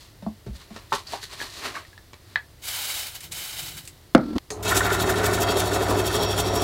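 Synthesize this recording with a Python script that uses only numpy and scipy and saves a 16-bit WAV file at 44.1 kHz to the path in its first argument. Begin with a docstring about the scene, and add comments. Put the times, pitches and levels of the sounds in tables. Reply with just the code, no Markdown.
"""A small wooden workshop, one microphone: cloth and shoes rub while a can of cutting oil bumps off a shelf.
It knocks its neighbours, its spray head clicks, and two presses send a noisy jet through a singing straw.
It lands hard on the bench as ringing modes, wobbles with an even boom and stops with a tick.
A switch snaps, hum swells up, and a countersink scrapes a steel plate once a turn: noise grains swing with
the bite and drive the resonances of plate and frame, while the belt rattles its cover."""
import sys
import numpy as np
from scipy import signal
from scipy.fft import rfft, irfft, next_fast_len
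from scipy.io import wavfile
from scipy.ndimage import uniform_filter1d

SR = 44100
rng = np.random.default_rng(int(sys.argv[2]) if len(sys.argv) > 2 else 0)


def put_to_file(sound):
    """Save the sound as 16-bit audio at rate SR, in the file named by the first command-line argument."""
    columns = np.atleast_2d(sound).T  # one column per channel
    safe = np.clip(columns, -1, 1)
    whole_steps = np.round(safe * 32767)
    wavfile.write(sys.argv[1], SR, whole_steps.astype(np.int16))


N = 292559
TIME = np.arange(N) / SR   # seconds

# Room air. Each row: frequency in Hz, relative level in dB per Hz.
AIR = [(15, -49), (25, -2.5), (102, 3), (217, -15), (326, -9), (427, -14.5), (1520, -22), (1940, -19.5),
       (2350, -24.5), (4370, -21), (6380, -27.5), (14800, -29.5), (16000, -33)]
# Hiss that differs between the channels. Each row: frequency in Hz, relative level in dB per Hz.
SIDE_HISS = [(60, -6), (300, -7.0), (3000, -21.5), (16000, -12.0)]
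AIR_DB, SIDE_HISS_DB = -51, -70.5   # rms
CUTOFF_HZ = 16000   # the filter's stop edge lies 600 Hz above

# Weight shifts on the floor. Each row: peak in seconds, fade in seconds, level in dB.
STEPS = [(3.33, .3, -47.5), (3.7, 0.29, -43.5)]
# Floorboard resonances. Each row: frequency in Hz, width in Hz, relative level in dB.
FLOOR = [(72, 33, 2.5), (158.8, 25, 3.0), (338, 59, -8)]

# Strokes of sleeve and shoe. Each row: peak in seconds, fade in seconds, swish in dB, scuff in dB.
STROKES = [(.02, 0.13, -49.5, -56.5), (0.563, .05, -47, -55), (.615, 0.08, -48.5, -50.5),
           (.77, 0.17, -50, -49), (.952, 0.047, -30.5, -40.5), (.985, 0.079, -41, -44),
           (1.133, 0.11, -37, -39), (1.239, 0.05, -34.5, -48), (1.334, 0.091, -40, -42.5),
           (1.427, .13, -35.5, -38.5), (1.58, 0.32, -39.5, -46.5), (1.658, 0.11, -33, -30.5),
           (1.763, 0.094, -40.5, -37.5), (2.32, 0.16, -55, -57)]
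# Cloth swish. Each row: frequency in Hz, relative level in dB per Hz.
SWISH = [(1060, -94), (1800, 2), (2260, -8), (4210, 4), (5250, -3), (7910, -7.5), (15100, -18),
         (16000, -35)]
# Shoe and sleeve scuff. Each row: frequency in Hz, relative level in dB per Hz.
SCUFF = [(120, -62), (200, -11), (422, -2), (484, -15), (600, -4.5), (815, -7.5), (1080, -2), (1400, -6),
         (3000, -9), (3900, -37), (6600, -120)]

# Crack of any hard contact. Each row: frequency in Hz, relative level in dB per Hz.
CRACK = [(100, -0.5), (400, 8.5), (1400, 4), (2500, 0), (4300, 1), (6500, -7.5), (10000, -17.5),
         (16000, -30)]
# Hand and can bump the shelf. Each row: start in seconds, ring gain in dB, crack in dB, pitch factor.
SHELF_BUMPS = [(.2235, -35, -49, 0.97), (.264, -23, -50.5, 1.1), (.464, -28, -45.5, 0.63),
               (.478, -41, -58, 1.08), (.492, -26, -63, 0.31), (.53, -37, -68, 0.41),
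               (.551, -47.5, -55, 0.91), (.706, -37.5, -51, 1.11)]
# Shelf modes. Each row: frequency in Hz before the pitch factor, relative level in dB, t60 in seconds.
SHELF_MODES = [(64.4, -16, 0.25), (154, -2.5, 0.096), (194.5, -0.5, 0.16), (265, -4, 0.054),
               (611, -2, 0.044), (736, -1.5, 0.014), (950, -5, 0.016)]
# The can knocks its neighbours. Each row: start in seconds, ring gain in dB, crack in dB, pitch factor.
CAN_KNOCKS = [(.762, -44, -35, 0.98), (.921, -17, -47, 0.96), (.927, -29, -22, 0.98),
              (.937, -30, -25.5, 1.1), (.955, -31, -50, 1.04), (1.134, -24, -34, .74),
              (1.14, -34, -35, 1.05), (1.229, -43, -44, 1.6), (1.753, -32.5, -46, 1.7),
              (1.764, -30, -46, 1.16)]
# Can modes. Each row: frequency in Hz before the pitch factor, relative level in dB, t60 in seconds.
CAN_MODES = [(410, -14.5, 0.081), (775, -7, 0.033), (940, 4.5, 0.031), (1060, -1, 0.035), (1116, -8, 0.14),
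             (1294, 1.5, 0.026), (1530, -6.5, 0.029), (1880, -15, 0.056), (4100, -28, 0.11)]
# The can slides off the shelf. Each row: start in seconds, level in dB.
SQUEAK = [(1.069, -39.5)]
# The spray head clicks in the fingers. Each row: start in seconds, ring gain in dB, crack in dB, pitch factor.
NOZZLE_CLICKS = [(1.402, -26.5, -36, 0.9), (1.415, -25, -32, 0.88), (1.85, -41.5, -52, 0.98),
                 (1.93, -43, -53, 0.87), (1.978, -37, -44, 0.92), (2.133, -43, -36, 1.2),
                 (2.141, -49, -38, 1.0), (2.3578, -10, -40, 0.91), (2.3595, -23, -32, 1.05)]
# Spray head modes. Each row: frequency in Hz before the pitch factor, relative level in dB, t60 in seconds.
NOZZLE_MODES = [(730, -27, 0.072), (1036, -14.5, 0.029), (1250, -13.5, 0.017), (1810, -18, 0.039),
                (1840, -13, 0.023), (1905, 2.5, 0.027), (2330, 1.5, 0.0039), (3700, -10, 0.0099),
                (4210, -19, 0.025), (4700, -17.5, 0.028)]

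# The valve is pressed twice. Each row: start in seconds, opening time constant in seconds,
# hold in seconds, jet level in dB before it sags.
PRESSES = [(2.615, 0.065, 0.38, -28.5), (3.312, 0.0093, 0.36, -34.5)]
JET_SAG_DB_PER_S, JET_RELEASE_DB_PER_S = 6, 77   # the release adds to the sag
# Surges as the finger trembles on the valve. Each row: peak in seconds, level in dB.
SURGES = [(2.684, -28), (3.07, -32), (3.155, -34.5), (3.241, -38), (3.598, -30.5), (3.687, -34),
          (3.778, -36)]
SURGE_FADE_S = 0.064
# Jet noise. Each row: frequency in Hz, relative level in dB per Hz.
JET = [(250, -10.5), (700, -1), (1500, 1), (2300, 4.5), (3000, 3.5), (3900, 6), (4800, 5), (6000, 0.5),
       (7700, -2), (9900, 2.5), (10800, -3), (13500, 1.5), (18000, -7)]
# Oil straw resonances. Each row: frequency in Hz, width in Hz, relative level in dB.
STRAW = [(3015, 96, 2), (3920, 91, 1.5), (4400, 110, -37), (6480, 51, 0), (7640, 360, -3.5),
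         (9900, 120, -7), (11860, 200, -7.5), (13400, 150, -20)]
# The valve spits. Each row: start in seconds, level in dB.
SPITS = [(3.206, -37), (3.3205, -30), (3.852, -44), (3.875, -36)]
# Colour of the spits. Each row: frequency in Hz, relative level in dB per Hz.
SPIT_COLOUR = [(2000, -1), (6000, -3), (8000, 4), (17000, -16)]

# The can lands on the bench. Each row: start in seconds, ring gain in dB, crack in dB, pitch factor.
BENCH_KNOCKS = [(4.1492, 2.5, -13.5, 0.94), (4.179, -17, -32, 0.57)]
# Bench modes. Each row: frequency in Hz before the pitch factor, relative level in dB, t60 in seconds.
BENCH_MODES = [(184, -16, 0.054), (231, -3.5, 0.078), (332, 2.5, 0.026), (551, -15, 0.1),
               (684, -6.5, 0.037), (866, -36, 0.055), (1270, -39, 0.057), (1450, -1, 0.011),
               (2290, -7.5, 0.0083)]
# Boom of the rocking can. Each row: frequency in Hz, width in Hz, relative level in dB.
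BOOM = [(228, 28.5, 0), (290, 49, -1.6)]
# Grit under the rim. Each row: frequency in Hz, relative level in dB per Hz.
GRIT = [(70, 12), (500, -22), (1000, -11), (2500, -29), (4500, -16), (7000, -44)]
# Last tick as the can sits flat. Each row: start in seconds, level in dB.
SEATING = [(4.382, -21.5)]
ROCK_START_S, ROCK_RISE_S, ROCK_DB, ROCK_RING_DB = 4.18, 0.024, -30.5, -49
LAST_SWING_S, LAST_SWING_DB = 0.0235, 14.5   # time before the tick; boost of boom and grit

# The switch snaps. Each row: start in seconds, ring gain in dB, crack in dB, pitch factor.
SWITCH_SNAPS = [(4.504, -30, -26, 0.92)]
# Switch modes. Each row: frequency in Hz before the pitch factor, relative level in dB, t60 in seconds.
SWITCH_MODES = [(465, -4, 1), (960, -8, .06), (1090, 0, 0.026), (2090, -10, 0.075), (4400, -5, 0.032),
                (4640, -12, 0.028)]
# The switch spring buzzes. Each row: start in seconds, level in dB.
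SWITCH_SPRING = [(4.504, -32.5)]
# Spring resonances. Each row: frequency in Hz, width in Hz, relative level in dB.
SPRING = [(4270, 280, -4.5), (6400, 360, -2.5), (7300, 690, -8), (9500, 1900, -14.5)]

SWITCH_ON_S, BITE_S, DEEPEST_CUT_S, MID_CUT_S = 4.505, 4.625, 4.695, 5.65
SPINDLE_HZ = 12.37   # turns per second
# Hum of motor and pulleys. Each row: frequency in Hz, mean level in dB rms at full swell.
HUM = [(49.6, -48), (55.8, -55), (61.9, -38), (74.3, -48), (86.6, -51.5), (100, -32), (179.6, -41.5)]

# Extra slaps of the belt beside its regular flaps, the first one hard. Each row: start in seconds, peak in dB
# before smoothing and shake gain.
RATTLES = [(4.7187, -2), (4.936, -13.5), (5.8641, -16)]
# Bouts of harder cover buzz. Each row: peak in seconds, fade in seconds, level in dB.
BOUTS = [(4.88, 0.26, -26.5), (5.24, 0.41, -28.5)]
# Sheet cover resonances. Each row: frequency in Hz, width in Hz, relative level in dB.
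COVER = [(990, 580, -4), (1320, 90, 4), (1392, 32, 8), (1453, 28, 6.5), (1502, 22, 7), (1730, 130, 0.5),
         (1853, 84, 3), (2057, 8.3, 5), (2190, 53, -4)]
FLAP_START_S, FLAP_HZ = 4.661, 20.94
FLAP_DB, SETTLE_DB_PER_S, FLAP_SPREAD_DB = -10, 6.5, 2.7   # first flap, before smoothing and shake gain
BUZZ_DB, BUZZ_SETTLE_DB_PER_S = -37, 3.5   # buzz at mid cut, and its easing

# Frame resonances. Each row: frequency in Hz, width in Hz, relative level in dB.
FRAME = [(99, 62, -6), (207, 49, -6.5), (291, 86, -3), (341, 23, 1), (368.6, 14.5, 3.5), (427.3, 26, 3),
         (540.7, 22.7, 0), (647, 65, -1.5), (699.6, 24.6, 4), (755, 38, -0.5), (812, 200, -8), (943, 15, 0),
         (1006, 83, -10.5), (1173, 19, -5), (1271, 34, -8)]
# The cutter grabs and the frame judders. Each row: peak in seconds, fade in seconds, level in dB.
JUDDERS = [(4.772, 0.13, -21), (5.26, .25, -25), (5.49, 0.47, -22.5), (5.915, .12, -18), (6.19, .25, -22.5),
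           (6.62, .2, -23)]
# Plate resonances. Each row: frequency in Hz, width in Hz, relative level in dB at mid cut,
# change in dB per second as the cone widens.
PLATE = [(2620, 39, 7.5, -3.5), (3259, 46, 8.5, 0.5), (3460, 80, 2.5, 2), (3796, 180, 3.5, -3),
         (4390, 105, 2.5, 0.5), (4700, 61, 2.5, 0), (5522, 35, 6, 6.5), (5680, 36, -8, 19),
         (6800, 97, -4, -5), (7020, 51, -11, 2)]
# The edge digs in and the plate sings. Each row: peak in seconds, fade in seconds, level in dB.
DIGS = [(4.67, 0.081, -26.5), (5.0, 0.27, -32.5), (5.49, 0.4, -29), (6.2, 1, -29.5), (6.62, 0.73, -32)]
# Tearing chips. Each row: frequency in Hz, relative level in dB per Hz.
CHIPS = [(1500, -6), (2500, 4.5), (3800, 2.5), (5000, 1), (7000, 3), (8600, -4), (9700, 5), (11000, -7),
         (14000, -9)]
# The edge rubbing. Each row: frequency in Hz, relative level in dB per Hz.
SIZZLE = [(5000, 2), (9000, 4), (11500, 0), (13800, 7), (18000, -18)]
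FRAME_DB, PLATE_DB = -25, -37.5   # floors under judders and digs; the frame's is lower at first touch
CHIPS_DB = -34   # before the first bite, turn and waver terms
FIRST_BITE_DB, FIRST_BITE_S = 8, 0.15   # extra chip level at the first bite, and its decay constant
SECOND_TURN_DB, SECOND_TURN_LAG = 1.5, 0.96   # chips are louder on every other turn; lag in turns


def from_db(db):
    """Decibels to gain."""
    return 10 ** (np.asarray(db) / 20)


def rms_one(x):
    """Scale to unit power."""
    return x / np.sqrt(np.mean(x ** 2) + 1e-20)


def drift(rate):
    """Smooth chance: normal knots of spread 1, rate per second, joined by straight lines."""
    knots = rng.standard_normal(N // 20)
    return np.interp(TIME * rate, np.arange(len(knots)), knots)


def colour(x, spectrum):
    """Shape a noise by a spectrum, falling steeply beyond its ends; rms 1."""
    hz, db = np.transpose(spectrum)
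    size = next_fast_len(len(x))
    f = np.maximum(np.fft.rfftfreq(size, 1 / SR), 1)
    beyond = np.minimum(f / hz[0], 1) ** 3 * np.minimum(hz[-1] / f, 1) ** 3
    gain = beyond * from_db(np.interp(np.log(f), np.log(hz), db))
    return rms_one(irfft(rfft(x, size) * gain, size)[:len(x)])


def resonate(x, resonances):
    """Parallel two-pole resonances with alternating signs."""
    out = 0
    for k, (hz, width, db) in enumerate(resonances):
        r = np.exp(-np.pi * width / SR)
        poles = [1, -2 * r * np.cos(2 * np.pi * hz / SR), r * r]
        gain = (-1) ** k * from_db(db) * (1 - r * r) / 2
        out = out + gain * signal.lfilter([1, 0, -1], poles, x + 1e-18)
    return out


def grains(per_s, spread_db):
    """Random tiny contacts of uneven size; rms 1."""
    hits = rng.random(N) < per_s / SR
    size = rng.standard_normal(N)
    uneven = from_db(spread_db * np.clip(rng.standard_normal(N), -2, 2))
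    return rms_one(hits * size * uneven)


def bursts(rows, t60):
    """An envelope that jumps at each (s, dB) and dies away by 60 dB in t60 seconds."""
    kicks = np.zeros(N)
    for s, db in rows:
        kicks[round(s * SR)] = from_db(db)
    return signal.lfilter([1], [1, -from_db(-60 / (t60 * SR))], kicks + 1e-18)


def swells(rows, rise=.75):
    """Each (peak s, fade s, dB) dies away by 20 dB per fade; the rise takes a share of that time."""
    levels = [db - 20 * np.maximum((s - TIME) / rise, TIME - s) / fade for s, fade, db in rows]
    return from_db(np.max(levels, axis=0))


def strikes(rows, modes, crack_t60):
    """Each blow rings the body's decaying modes under a short noisy crack."""
    out, t = np.zeros(N), np.arange(SR // 2) / SR
    for s, ring_db, crack_db, pitch in rows:
        ring = sum((-1) ** k * from_db(db - 60 * t / t60) * np.sin(2 * np.pi * hz * pitch * t)
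                   for k, (hz, db, t60) in enumerate(modes))
        crack = colour(rng.standard_normal(len(t)), CRACK) * from_db(-60 * t / crack_t60)
        at = round(s * SR)
        out[at:at + len(t)] += from_db(ring_db) * ring + from_db(crack_db) * crack
    return out


def workshop(x, wet_db, t60=0.14, wall_hz=6000):
    """Dense, short reflections from cluttered wooden walls, dulled above wall_hz."""
    t = np.arange(SR // 2) / SR
    tail = rng.standard_normal(len(t)) * from_db(-60 * t / t60) * (t > .004)   # nothing in the first 4 ms
    dulling = signal.butter(1, min(wall_hz, SR / 3), fs=SR, output="sos")
    tail = signal.sosfilt(dulling, tail)
    return x + from_db(wet_db) * signal.fftconvolve(x, tail / np.linalg.norm(tail))[:N]


def room_air():
    """Steady coloured noise of the room."""
    return from_db(AIR_DB) * colour(rng.standard_normal(N), AIR)


def floorboards():
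    """A soft low rumble under the feet: noise in wide, low resonances."""
    return swells(STEPS, rise=0.92) * rms_one(resonate(rng.standard_normal(N), FLOOR))


def clothing():
    """Cloth and shoes rub: strokes of grainy swish and duller scuff noise."""
    swish = swells([(s, fade, db) for s, fade, db, _ in STROKES], rise=0.87)
    scuff = swells([(s, fade, db) for s, fade, _, db in STROKES], rise=0.77)
    cloth = swish * colour(grains(9000, spread_db=0.5), SWISH)
    return cloth + scuff * colour(rng.standard_normal(N), SCUFF)


def handling():
    """The can is fetched: struck shelf, can and spray head ring, and sliding squeaks in one resonance."""
    bumps = strikes(SHELF_BUMPS, SHELF_MODES, crack_t60=0.1)
    knocks = strikes(CAN_KNOCKS, CAN_MODES, crack_t60=0.059)
    squeak = bursts(SQUEAK, t60=0.33) * rms_one(resonate(rng.standard_normal(N), [(4560, 320, 0)]))
    nozzle = strikes(NOZZLE_CLICKS, NOZZLE_MODES, crack_t60=0.016)
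    return squeak + workshop(bumps + knocks, wet_db=-8) + workshop(nozzle, wet_db=-10.5)


def valve():
    """Each press opens the jet, which sags while held and dwindles on release; the stronger of jet and surge wins."""
    flow = 0
    for start, opening, hold, db in PRESSES:
        t = np.maximum(TIME - start, 0)
        released = np.maximum(t - hold, 0)
        level_db = db - JET_SAG_DB_PER_S * t - JET_RELEASE_DB_PER_S * released
        flow = flow + (1 - np.exp(-t / opening)) * from_db(level_db)
    return np.maximum(flow, swells([(s, SURGE_FADE_S, db) for s, db in SURGES], rise=0.67))


def spray(echo_s=0.001333, echo_db=-12, flutter_db=1.1, straw_db=-6):
    """A jet with spitting droplets sings in the straw; its echo off the plate ripples the spectrum."""
    hiss = rng.standard_normal(N) + from_db(-12) * grains(900, spread_db=3)   # air and droplets
    hiss = hiss + from_db(echo_db) * np.interp(TIME - echo_s, TIME, hiss)
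    straw = from_db(straw_db) * rms_one(resonate(rng.standard_normal(N), STRAW))
    jet = rms_one(colour(hiss, JET) + straw)
    spits = bursts(SPITS, t60=0.09) * colour(rng.standard_normal(N), SPIT_COLOUR)
    return valve() * from_db(flutter_db * drift(90)) * jet + spits


def rocking(stop_s=0.023, wobble_hz=42, wobble_db=3):
    """The wobble throbs until the can sits flat and swells on its last swing. Gives gains of boom and ring."""
    left = SEATING[0][0] - TIME   # seconds until the tick
    rocks = np.clip((TIME - ROCK_START_S) / ROCK_RISE_S, 0, 1) * np.clip(left / stop_s, 0, 1)
    swing = uniform_filter1d(1.0 * (left < LAST_SWING_S), size=500)
    throb_db = wobble_db * (1 - swing) * np.cos(2 * np.pi * wobble_hz * left)
    boom_gain = rocks * from_db(ROCK_DB + LAST_SWING_DB * swing + throb_db)
    return boom_gain, rocks * from_db(ROCK_RING_DB)


def can_set_down(grit_db=-13):
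    """A heavy knock of bench modes; the can wobbles, ringing faintly, and stops dead with a tick."""
    knock = strikes(BENCH_KNOCKS, BENCH_MODES, crack_t60=0.022)
    knock = workshop(knock, wet_db=-16.0, t60=0.17, wall_hz=1990)
    wobble, ring = rocking()
    boom = resonate(rng.standard_normal(N), BOOM)
    # the rim stays in contact, so the boom is even
    boom = rms_one(boom / np.sqrt(uniform_filter1d(boom ** 2, size=700) + 1e-12))
    grit = from_db(grit_db) * colour(rng.standard_normal(N), GRIT)
    tick = bursts(SEATING, t60=0.015) * colour(rng.standard_normal(N), CRACK)   # the rim comes down flat
    return knock + wobble * (boom + grit) + ring * np.sin(2 * np.pi * 1350 * TIME) + tick


def switch():
    """A hard snap of struck modes and the short buzz of a spring, noise in its resonances."""
    snap = strikes(SWITCH_SNAPS, SWITCH_MODES, crack_t60=0.031)
    spring = bursts(SWITCH_SPRING, t60=0.18) * rms_one(resonate(rng.standard_normal(N), SPRING))
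    return workshop(snap, wet_db=-13.5) + spring


def motor(run_up_s=0.21, waver_db=1.0):
    """Mains hum and pulley unbalance, sines of fixed pitch, swell as the motor comes up to speed."""
    swell = np.clip((TIME - SWITCH_ON_S) / run_up_s, 0, 1)
    hum = 0
    for hz, db in HUM:
        gain = np.sqrt(2) * from_db(db + waver_db * drift(5.4))
        hum = hum + gain * np.sin(2 * np.pi * (hz * TIME + rng.random()))
    return swell * hum


def belt_cover(shake_db=-9, jitter_s=0.0024):
    """Each flap of the belt swells the sheet cover's chatter over a buzz; both ease as the belt settles."""
    beats = np.arange(FLAP_START_S, TIME[-1] - 1 / FLAP_HZ, 1 / FLAP_HZ)
    flaps = []
    for s, (late, hard) in zip(beats, rng.standard_normal((len(beats), 2))):
        db = FLAP_DB - SETTLE_DB_PER_S * (s - FLAP_START_S) + FLAP_SPREAD_DB * hard
        flaps.append((s + jitter_s * late, db))
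    easing_buzz = from_db(BUZZ_DB - BUZZ_SETTLE_DB_PER_S * (TIME - MID_CUT_S))
    buzz = np.maximum(easing_buzz, swells(BOUTS, rise=1.0))
    slaps = uniform_filter1d(bursts(flaps + RATTLES, t60=0.028), size=260)
    shaking = slaps * from_db(shake_db) + buzz
    chatter = grains(3000, spread_db=-0.5)
    return resonate(chatter * shaking, COVER) / np.std(resonate(chatter, COVER))


def frame_rumble(turns, depth, swing_db=0.9, slap_turn=.71, slap_db=8):
    """Cutting grains, bearing knocks and spindle slap drive the frame's resonances; rms 1."""
    # play in the spindle gives a low slap at the same point of each turn
    slapping = (turns - slap_turn) % 1 < .07
    slap = from_db(slap_db) * slapping * resonate(rng.standard_normal(N), [(330, 196, 0)])
    # worn bearings repeat the same small knocks on every turn
    one_turn = grains(1500, spread_db=7.0)[:round(SR / SPINDLE_HZ)]
    bearings = from_db(-4.5) * np.resize(one_turn, N)
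    contacts = (grains(1500, spread_db=4.5) + bearings) * from_db(swing_db * depth)
    return rms_one(resonate(contacts + slap, FRAME))


def plate_ring(depth, swing_db=3.0, wander_db=1.5):
    """Tearing grains feed each plate resonance in its own way as the edge moves; rms 1."""
    contacts = grains(6000, spread_db=4.5) * from_db(1.2 * drift(40))
    tearing = contacts * from_db(swing_db * depth)
    since = np.clip(TIME - MID_CUT_S, -1, 1)
    plate = 0
    for k, (hz, width, db, change) in enumerate(PLATE):
        feed = tearing * from_db(change * since + wander_db * drift(16))
        plate = plate + (-1) ** k * resonate(feed, [(hz, width, db)])
    return rms_one(plate)


def chip_hiss(depth, chip_swing_db=4.5, sizzle_swing_db=9.5, sizzle_db=-3):
    """Chips tear off in uneven spurts and the edge sizzles: grains through a short, dense tail of reflections;
    rms 1."""
    spurts_db = 2.2 * drift(120) + 1.9 * drift(22)
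    chips = colour(grains(11000, spread_db=6.5) * from_db(chip_swing_db * depth + spurts_db), CHIPS)
    flicker_db = 2.2 * drift(160) + 1.3 * drift(14)
    sizzle = colour(grains(11000, spread_db=12) * from_db(sizzle_swing_db * depth + flicker_db), SIZZLE)
    # a dense burst of short, early reflections gives the hiss a fine ripple across the treble
    t = np.arange(SR // 40) / SR
    echoes = rng.standard_normal(len(t)) * from_db(-60 * t / 0.031)
    return rms_one(signal.fftconvolve(chips + from_db(sizzle_db) * sizzle, echoes)[:N])


def drill(bite_rise_s=0.033, idle_db=-10, skew=0.087, light_load_db=-3, chip_waver_db=2.47):
    """The cutter bites deeper once a turn; chips hiss, the plate rings and the frame rumbles."""
    turns = (TIME - DEEPEST_CUT_S) * SPINDLE_HZ + 0.041 * drift(10)
    # the bite rises a little slower than it falls, never twice to the same depth
    depth = (np.cos(2 * np.pi * turns) + skew * np.sin(4 * np.pi * turns)) * from_db(1.2 * drift(17))
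    bite = np.clip((TIME - BITE_S) / bite_rise_s, 0, 1)
    running = (TIME > SWITCH_ON_S) * np.maximum(bite, from_db(idle_db))
    # at the first touch the chips are loud and the frame is still lightly loaded
    breaking_in = np.exp(-np.maximum(TIME - BITE_S, 0) / FIRST_BITE_S)
    second_turn = np.cos(np.pi * (turns + SECOND_TURN_LAG))
    chip_db = CHIPS_DB + FIRST_BITE_DB * breaking_in + SECOND_TURN_DB * second_turn
    chips = from_db(chip_db + chip_waver_db * drift(12)) * chip_hiss(depth)
    plate = np.maximum(from_db(PLATE_DB), swells(DIGS, rise=0.56)) * plate_ring(depth)
    frame_gain = np.maximum(from_db(FRAME_DB + light_load_db * breaking_in), swells(JUDDERS, rise=0.47))
    frame = frame_gain * frame_rumble(turns, depth)
    return running * frame + bite * (belt_cover() + plate + chips)


def scene():
    """All sources reach one microphone; only a faint hiss differs between the channels."""
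    background = room_air() + floorboards() + clothing()
    can = handling() + spray() + can_set_down()
    press = switch() + motor() + workshop(drill(), wet_db=-16.5)
    mid = background + can + press
    side = from_db(SIDE_HISS_DB) * colour(rng.standard_normal(N), SIDE_HISS)
    return np.array([mid + side, mid - side])


def record(dry):
    """Peaks beyond full scale overload and clip; then a steep low-pass cuts the top."""
    low_pass = signal.cheby2(16, 60, CUTOFF_HZ + 600, fs=SR, output="sos")
    return signal.sosfilt(low_pass, np.clip(dry, -1, 1))


dry = scene()
out = record(dry)
put_to_file(out)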